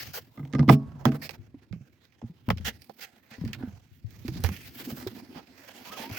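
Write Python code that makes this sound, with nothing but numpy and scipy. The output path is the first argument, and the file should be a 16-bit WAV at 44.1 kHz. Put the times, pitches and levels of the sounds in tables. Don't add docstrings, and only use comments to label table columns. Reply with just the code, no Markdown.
import sys
import numpy as np
from scipy import signal
from scipy.io import wavfile

SR = 44100
rng = np.random.default_rng(int(sys.argv[2]) if len(sys.argv) > 2 else 0)


def put_to_file(sound):
    columns = np.atleast_2d(sound).T
    safe = np.clip(columns, -1, 1)
    whole_steps = np.round(safe * 32767)
    wavfile.write(sys.argv[1], SR, whole_steps.astype(np.int16))


def undo_db(level):
    steps = np.asarray(level, float) / 20
    return 10 ** steps


N = 272538

# start_s, low_peak_db, second_peak_db, upper_peak_db, latch_crack_db, damping_factor
DOOR_BLOWS = [(0.377, -39, -37.5, -49, -45.5, 1.14), (0.395, -29.5, -36.5, -52, -49, 1.3),
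              (0.43, -29, -40, -60, -52.5, 1.01), (0.536, -29.5, -24, -34, -35, 1.2),
              (0.551, -22.5, -21, -37.5, -31, 1.3), (0.593, -13.5, -18.5, -30.5, -30, 0.99),
              (0.606, -15, -20.5, -41, -41, 0.88), (0.682, -18.5, -11.5, -25, -33, 1.1),
              (0.691, -8, -16, -23, -9, 0.9), (0.697, -13.5, -7, -15.5, -27.5, 1.1),
              (0.721, -9, -14.5, -29, -40, 1.02), (0.95, -35, -44, -69, -69, 1.34),
              (1.055, -22, -18.5, -35, -31, 0.72), (1.064, -13.5, -14, -22.5, -41, 1.16)]
# mode_hz, level_db, t60_s
SKIN_LOW_MODES = [(140, 3.2, 0.23), (80, -14.5, 0.19), (150.8, -7, 0.37)]
# mode_hz, level_db, t60_s
SKIN_SECOND_MODES = [(242, 4.3, 0.16), (265.6, -3, 0.26), (217, -7, 0.31), (314.7, -9, 0.24)]
# mode_hz, level_db, t60_s
SKIN_UPPER_MODES = [(446, -2.5, 0.13), (505, -7, 0.08), (415, -1.5, 0.17), (649, -8, 0.23), (783, -9, 0.14)]
# mode_hz, level_db, t60_s
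LATCH_MODES = [(1220, 3.6, 0.042), (2050, 2.65, 0.025), (1110, -36, .9), (1564, -8, 0.063),
               (3440, -22, .06), (5320, -28.5, 0.18)]
# start_s, low_peak_db, low_hz, upper_peak_db, upper_hz, left_minus_right_db
KNOCKS = [(1.39, -38.5, 100, -62, 234.5, 16.5), (1.543, -51.5, 169, -42.5, 277, -5),
          (1.71, -31.5, 115, -47.5, 172, -21), (1.732, -54.5, 164, -34.5, 178.6, -8),
          (1.762, -41.5, 118, -40.5, 172, -10), (1.809, -37, 135, -51.5, 202, -6),
          (2.227, -45, 167, -40, 242, 4.5), (2.24, -30, 116, -36.5, 230, -3.5),
          (2.298, -40, 157, -46.5, 172, 1.5), (2.483, -19, 121, -25, 226, 4),
          (2.503, -20.5, 109, -26.5, 173.6, -6.5), (2.527, -28.5, 82.6, -39, 204, 6),
          (2.564, -34.5, 88, -44, 210, 3), (2.6, -32, 88.8, -42, 196, 10), (2.649, -32, 77.5, -48, 190, 9),
          (2.678, -43.5, 63, -38, 217, 3), (2.74, -49, 78.1, -68, 186, 6),
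          (2.894, -54.5, 153, -51.5, 207, 0.0), (3.315, -50, 148, -50, 221, 1),
          (3.383, -41, 105, -43, 248, 8), (3.414, -31, 168, -35.5, 168, 6), (3.439, -27.5, 93, -32, 262, 4),
          (3.459, -26, 119, -31.5, 223, -8), (3.489, -31, 125, -38.5, 204, 2),
          (3.608, -49, 127, -38.5, 264, -4), (3.635, -40, 169, -29.5, 250, -6),
          (3.675, -36, 101.5, -38.5, 201.5, -6), (3.914, -47, 91.5, -68, 172, 26.5),
          (4.044, -28.5, 107, -63.5, 172.5, 38.5), (4.25, -38, 128, -33.5, 245, -4),
          (4.285, -27, 121, -31.5, 321, -4), (4.318, -29, 140, -42, 172, 1),
          (4.359, -38, 140, -38, 176, -2.0), (4.44, -15, 88, -38, 173, -13),
          (4.489, -28.5, 93, -35.5, 207, -2), (4.514, -38, 170, -36.5, 191, -3.0),
          (4.76, -51, 148, -45.5, 238, -2.5), (4.925, -31, 140, -35, 230, -1.5),
          (5.066, -33, 109, -29, 376, -5.5), (5.359, -37.5, 170, -41.5, 265, -3),
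          (5.374, -53, 167, -44.5, 223, 7), (5.9, -73, 170, -52, 207, 4), (5.999, -62, 170, -41.5, 232, 3),
          (6.098, -56, 170, -42, 226, -6), (6.111, -30, 107, -44, 252, 2)]
# start_s, peak_db, low_mid_tilt_db, treble_tilt_db, t60_s, left_minus_right_db
TICKS = [(0.3735, -46, 6, -33, 0.04, -2), (0.3925, -53, 15, -24.5, 0.053, -3),
         (0.4509, -45, -2, -16, 0.045, -3.5), (0.4748, -50.5, -8, -10.5, 0.04, -3.5),
         (0.5174, -54, -15, -22, 0.03, -2), (0.5272, -32.5, -19, -35, 0.04, -8),
         (0.5344, -29.5, -7, -30.5, 0.053, -17), (0.5487, -26, 3.5, -33, 0.046, 0),
         (0.5846, -37.5, 13, -36.5, 0.053, 4), (0.5924, -26.5, 5, -31, 0.05, -9),
         (0.6279, -42.5, 18, -34, 0.04, -12), (0.6793, -32, 1, -26, 0.037, -8),
         (0.688, -14.5, -17, -25.5, 0.04, 2), (0.6951, -12.5, 14, -26.5, 0.04, -14),
         (0.7255, -27, 0, -17, 0.04, 14), (0.9188, -52, -7, -27, 0.04, -1),
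         (1.0533, -13.5, 4, -15, 0.04, -11.5), (1.1186, -29.5, -11, -30.5, 0.04, -7),
         (1.2923, -26.5, -1, -17, 0.04, -18), (1.3076, -33, -8, -10, 0.04, -10),
         (1.5444, -63.5, 20, -27, 0.02, -9), (1.726, -40.5, -2, -31, 0.098, -11.0),
         (2.0522, -52.5, -18.5, -12, 0.021, -14), (2.1231, -56, -29, -34, 0.03, -19.5),
         (2.2154, -50.5, 8, -32.5, 0.098, -8), (2.4822, -55, -2, -12, 0.04, -17),
         (2.4878, -26, 11, -13, 0.02, -9), (2.5026, -13, 6, -23.5, 0.045, -2),
         (2.573, -36, -10, -18, 0.04, -11.5), (2.5814, -37, -6, -18, 0.042, -10.5),
         (2.6093, -50, 3, -11, 0.072, -20), (2.819, -36.5, -33.5, -13.5, 0.04, -7),
         (2.8434, -50, -27.5, -5.5, 0.054, -21.5), (2.8948, -40, 7.5, -27, 0.042, -16),
         (3.4108, -47.5, 6, -19, 0.091, -6), (3.4496, -37, -12, -21, 0.088, -5),
         (3.4765, -35, -21, -25.5, 0.098, -7), (3.5313, -18.5, -46, -27, 0.066, -10),
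         (3.5474, -32, -28, -31, 0.032, -1), (3.6247, -47, 9, -33, 0.06, -8),
         (3.725, -57, -3, -23, 0.034, -5), (4.1064, -52.5, -15, 1, 0.065, -16),
         (4.2804, -25, -6, -20.5, 0.04, -15), (4.368, -35, -21, -15.5, 0.04, -8),
         (4.404, -46, -1, 6.5, 0.04, 2), (4.4383, -20, -4.5, -6, 0.049, -7),
         (4.4454, -22, -5, -18, 0.04, -10), (4.489, -28.5, -3.5, -11, 0.04, -12),
         (4.564, -38.5, -25, -12.5, 0.029, -21), (4.904, -42, 6, -23, 0.017, -21),
         (5.0724, -26.5, -6.5, -15, 0.04, -14), (5.5678, -63, -4, -25, 0.04, -13.5),
         (5.5787, -64, -2, -25, 0.04, -8), (5.8409, -48, -14, -20.5, 0.03, -10),
         (6.099, -37, 10, -25.5, 0.033, 1), (6.1125, -30.5, -17, -36, 0.016, -18)]
# start_s, peak_db, low_mid_tilt_db, treble_tilt_db, length_s, left_minus_right_db
SCUFFS = [(0.6943, -23, -4, -9, 0.052, -4.5), (1.0545, -29.5, -2.5, -24.5, 0.038, -5),
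          (0.1326, -25.5, -7, -2, 0.055, -1), (1.2141, -29.5, -12, -10.5, 0.055, -5),
          (1.3259, -41.5, 1, -18.5, 0.031, -5.5), (2.6449, -19, -14, -10.5, 0.049, -6.5),
          (2.6673, -39.5, -10, -20.5, 0.047, -1), (3.0041, -26, -23, -14.5, 0.048, -8),
          (3.3094, -35, -16.5, -46, 0.05, -8.5), (5.3428, -39.5, 4, -17.5, 0.059, -10),
          (5.9644, -31, -6, -14, 0.072, -12.0)]
# time_s, mid_db, low_mid_db, treble_db, left_minus_right_db
RUSTLE = [(0.0, -42.5, -55.5, -52.5, 2), (0.22, -69, -78, -74.5, -1), (0.65, -84, -59.5, -84, -6.5),
          (0.96, -74.5, -66, -94.5, -10.5), (1.17, -66, -60, -72.5, -6), (1.41, -72.5, -76, -89.5, -9),
          (2.32, -76.5, -81, -92.5, -8.5), (2.77, -69, -81, -79, -10.5), (3.61, -67, -66, -83, -5),
          (3.97, -76, -89.5, -90.5, -12.5), (4.47, -51, -62, -62.5, -11.5), (4.68, -56, -70.5, -62, 0),
          (4.94, -53, -60, -59, -6), (5.4, -65.5, -70.5, -80, -10), (5.96, -51, -56.5, -63.5, -6.5),
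          (6.18, -52, -57, -64, -6)]
# freq_hz, density_db (per Hz)
PORT_COLOUR = [(250, -29), (420, 1.5), (546, -6.5), (720, -3.5), (1040, -9), (1330, -8.5), (1550, -8),
               (2150, -9), (3790, -13.5), (4920, -12), (8970, -18), (15100, -6), (15900, -20.5),
               (16600, -44.5)]
# freq_hz, likeness (0 to 1)
PORT_LIKENESS = [(450, 0.51), (1500, .3), (4000, 0.19), (16000, 0.065)]
# low_hz, high_hz
TONE_REGIONS = [(450, 1500), (1500, 8000), (9000, 16000)]
# time_s, pitch_hz, level_db
SQUEAK = [
    (5.85, 960, -73),
    (5.87, 980, -47.5),
    (5.895, 1000, -55),
    (5.92, 1250, -46.5),
    (5.96, 1300, -49),
    (5.98, 900, -53),
    (6.05, 880, -46),
    (6.12, 1000, -63),
    (6.15, 1150, -57),
    (6.18, 1250, -62),
]
# time_s, shell_db, cavity_db
RUMBLE = [(0.0, -47.5, -54), (0.41, -68, -72), (0.62, -41.5, -48.5), (2.15, -70, -72), (2.48, -56.5, -63),
          (2.63, -41.5, -66), (2.91, -74.5, -66.5), (3.32, -69.5, -71), (3.56, -40, -50),
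          (3.82, -58, -71.5), (4.03, -60.5, -70), (4.39, -36.5, -46), (4.66, -55.5, -58.5),
          (4.9, -54, -44.5), (5.71, -67.5, -62.5), (6.18, -57.5, -44)]
# centre_hz, width_hz, level_db
SHELL_MODES = [(60, 14, -5.5), (95, 30, 1.6), (135, 45, -1)]
# centre_hz, width_hz, level_db
CAVITY_MODES = [(205, 40, -4.5), (250, 35, 1.05), (350, 62, -6.5)]


def rms_one(x):
    return x / np.sqrt(np.mean(x ** 2) + 1e-20)


def in_time(rows):
    time_s, *columns = np.transpose(rows)
    return [np.interp(np.arange(N) / SR, time_s, column) for column in columns]


def at_hz(points, hz):
    point_hz, value = np.transpose(points)
    return np.interp(np.log(hz), np.log(point_hz), value)


def sides(pan_db):
    ratio = undo_db(np.asarray(pan_db))
    return np.array([2 * ratio / (1 + ratio), 2 / (1 + ratio)])


def drift(rate_hz):
    hop = 40
    pole = np.exp(-2 * np.pi * rate_hz * hop / SR)
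    noise = rng.standard_normal(N // hop + 2002)
    slow = signal.lfilter([1], [1, -2 * pole, pole * pole], noise)[2000:]
    return np.interp(np.arange(N) / hop, np.arange(len(slow)), rms_one(slow))


def add(out, start_s, sound):
    i = round(start_s * SR)
    out[..., i:i + sound.shape[-1]] += sound[..., :N - i]


def ring(hz, t60_s, rise_s, length_s=.9):
    t = np.arange(int(length_s * SR)) / SR
    return np.sin(2 * np.pi * hz * t) * undo_db(-60 * t / t60_s) * (1 - np.exp(-t / rise_s))


def resonant(noise, modes):
    out = 0
    for k, (hz, width_hz, level_db) in enumerate(modes):
        r = np.exp(-np.pi * width_hz / SR)
        poles = [1, -2 * r * np.cos(2 * np.pi * hz / SR), r * r]
        band = signal.lfilter([1 - r * r, 0, r * r - 1], poles, noise)
        out = out + (-1) ** k * undo_db(level_db) * band
    return rms_one(out)


def door():
    out = np.zeros((2, N))
    groups = [(SKIN_LOW_MODES, .004, -1.1), (SKIN_SECOND_MODES, .002, -1.5),
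              (SKIN_UPPER_MODES, .001, -4.1), (LATCH_MODES, .0004, -7.1)]
    luck = rng.standard_normal((len(DOOR_BLOWS), 20))
    for (start_s, *levels_db, damping), row in zip(DOOR_BLOWS, luck):
        for (modes, rise_s, pan_db), group_db in zip(groups, levels_db):
            sound = 0
            for k, (hz, db, t60_s) in enumerate(modes):
                mode_db = group_db + db - 3.0 + 1.5 * row[k]
                sound = sound + undo_db(mode_db) * ring(hz, t60_s * damping, rise_s)
            add(out, start_s, sound * sides(pan_db)[:, None])
    return out


def knocks():
    out = np.zeros((2, N))
    for start_s, low_db, low_hz, upper_db, upper_hz, pan_db in KNOCKS:
        low = undo_db(low_db + 3.1) * ring(low_hz, 12.3 / low_hz, .003, .4)
        upper = undo_db(upper_db + 6.9) * ring(upper_hz, 22.1 / upper_hz, 0.00066, .4)
        add(out, start_s, low * sides(pan_db)[:, None])
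        add(out, start_s, upper * sides(0.49 * pan_db)[:, None])
    return out


def rustle_strength():
    mid_db, low_db, treble_db, pan_db = in_time(RUSTLE)
    grain_db = 1.1 * np.minimum(rng.exponential(1, N), 5) + 3.9 * drift(25) + 2.0
    return undo_db([low_db, mid_db, treble_db])[:, None] * sides(0.87 * pan_db) * undo_db(grain_db)


def add_touch(strength, start_s, level_db, low_db, treble_db, pan_db, shape):
    region_gain = undo_db(level_db + np.array([low_db, 0, treble_db]))[:, None, None]
    add(strength, start_s, region_gain * sides(pan_db)[:, None] * shape)


def add_ticks(strength):
    t = np.arange(int(.25 * SR)) / SR
    for start_s, peak_db, low_db, treble_db, t60_s, pan_db in TICKS:
        shape = undo_db(-60 * t / (0.08 * t60_s)) + undo_db(-8 - 60 * t / t60_s)
        add_touch(strength, start_s, peak_db - 5.5, low_db, treble_db, pan_db, shape)


def add_scuffs(strength):
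    t = np.arange(int(.25 * SR)) / SR
    for start_s, peak_db, low_db, treble_db, length_s, pan_db in SCUFFS:
        shape = (1 - np.exp(-t / .008)) / (1 + (t / length_s) ** 12)
        add_touch(strength, start_s, peak_db - 14, low_db, treble_db, pan_db, shape)


def contacts():
    strength = rustle_strength()
    add_ticks(strength)
    add_scuffs(strength)
    hz = np.arange(400, 16600, 10)
    power = undo_db(2 * at_hz(PORT_COLOUR, hz))
    share = [np.sum(power[(hz > low) & (hz < high)]) * 20 / SR for low, high in TONE_REGIONS]
    strength = strength / np.sqrt(share)[:, None, None]

    out = 0
    white = rng.standard_normal((2, 2, N))
    edges_hz = 420 * 2 ** np.arange(0, 5.4, 1 / 3)
    for k, (low_hz, high_hz) in enumerate(zip(edges_hz, edges_hz[1:])):
        centre_hz = np.sqrt(low_hz * high_hz)
        place = np.interp(np.log(centre_hz), np.log([950, 2200, 5500, 10000]), [0, 1, 1.2, 1.89])
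        below = min(int(place), 1)
        blend = place - below
        envelope = strength[below] ** (1 - blend) * strength[below + 1] ** blend
        alike = np.clip(at_hz(PORT_LIKENESS, centre_hz), 0, 1)
        mid, side = white[k % 2]
        noise = (np.sqrt(1 + alike) * mid + np.sqrt(1 - alike) * side * [[1], [-1]]) / np.sqrt(2)
        sos = signal.butter(2, [low_hz, high_hz], "band", fs=SR, output="sos")
        gain = undo_db(at_hz(PORT_COLOUR, centre_hz) + 2.7 * drift(4.1))
        out = out + gain * signal.sosfilt(sos, envelope * noise)
    return out


def squeak():
    pitch_hz, level_db = in_time(SQUEAK)
    phase = 2 * np.pi * np.cumsum(pitch_hz * (1 + .012 * drift(57.6))) / SR
    started = np.arange(N) > SQUEAK[0][0] * SR
    return undo_db(level_db + 2.2 * drift(40)) * np.sin(phase) * started


def rumble():
    shell_db, cavity_db = in_time(RUMBLE)
    mid, side, air, air_side = rng.standard_normal((4, N))
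    shell = resonant(mid + .45 * side * [[1], [-1]], SHELL_MODES)
    cavity = resonant(air + .25 * air_side * [[1], [-1]], CAVITY_MODES)
    shell = shell * undo_db(shell_db + 2.5 * drift(14))
    cavity = cavity * undo_db(cavity_db + 3.7 * drift(20))
    return (shell + cavity) * sides(-1.8)[:, None]


def scene():
    return door() + knocks() + contacts() + squeak() + rumble()


def low_pass(x):
    return signal.sosfilt(signal.butter(12, 16820, fs=SR, output="sos"), x)


def record(dry):
    bass_cut = signal.butter(2, 42, "high", fs=SR, output="sos")
    x = signal.sosfilt(bass_cut, dry)
    mix = 1.306 * np.tanh(x / 1.298)
    return low_pass(mix)


dry = scene()
out = record(dry)
put_to_file(out)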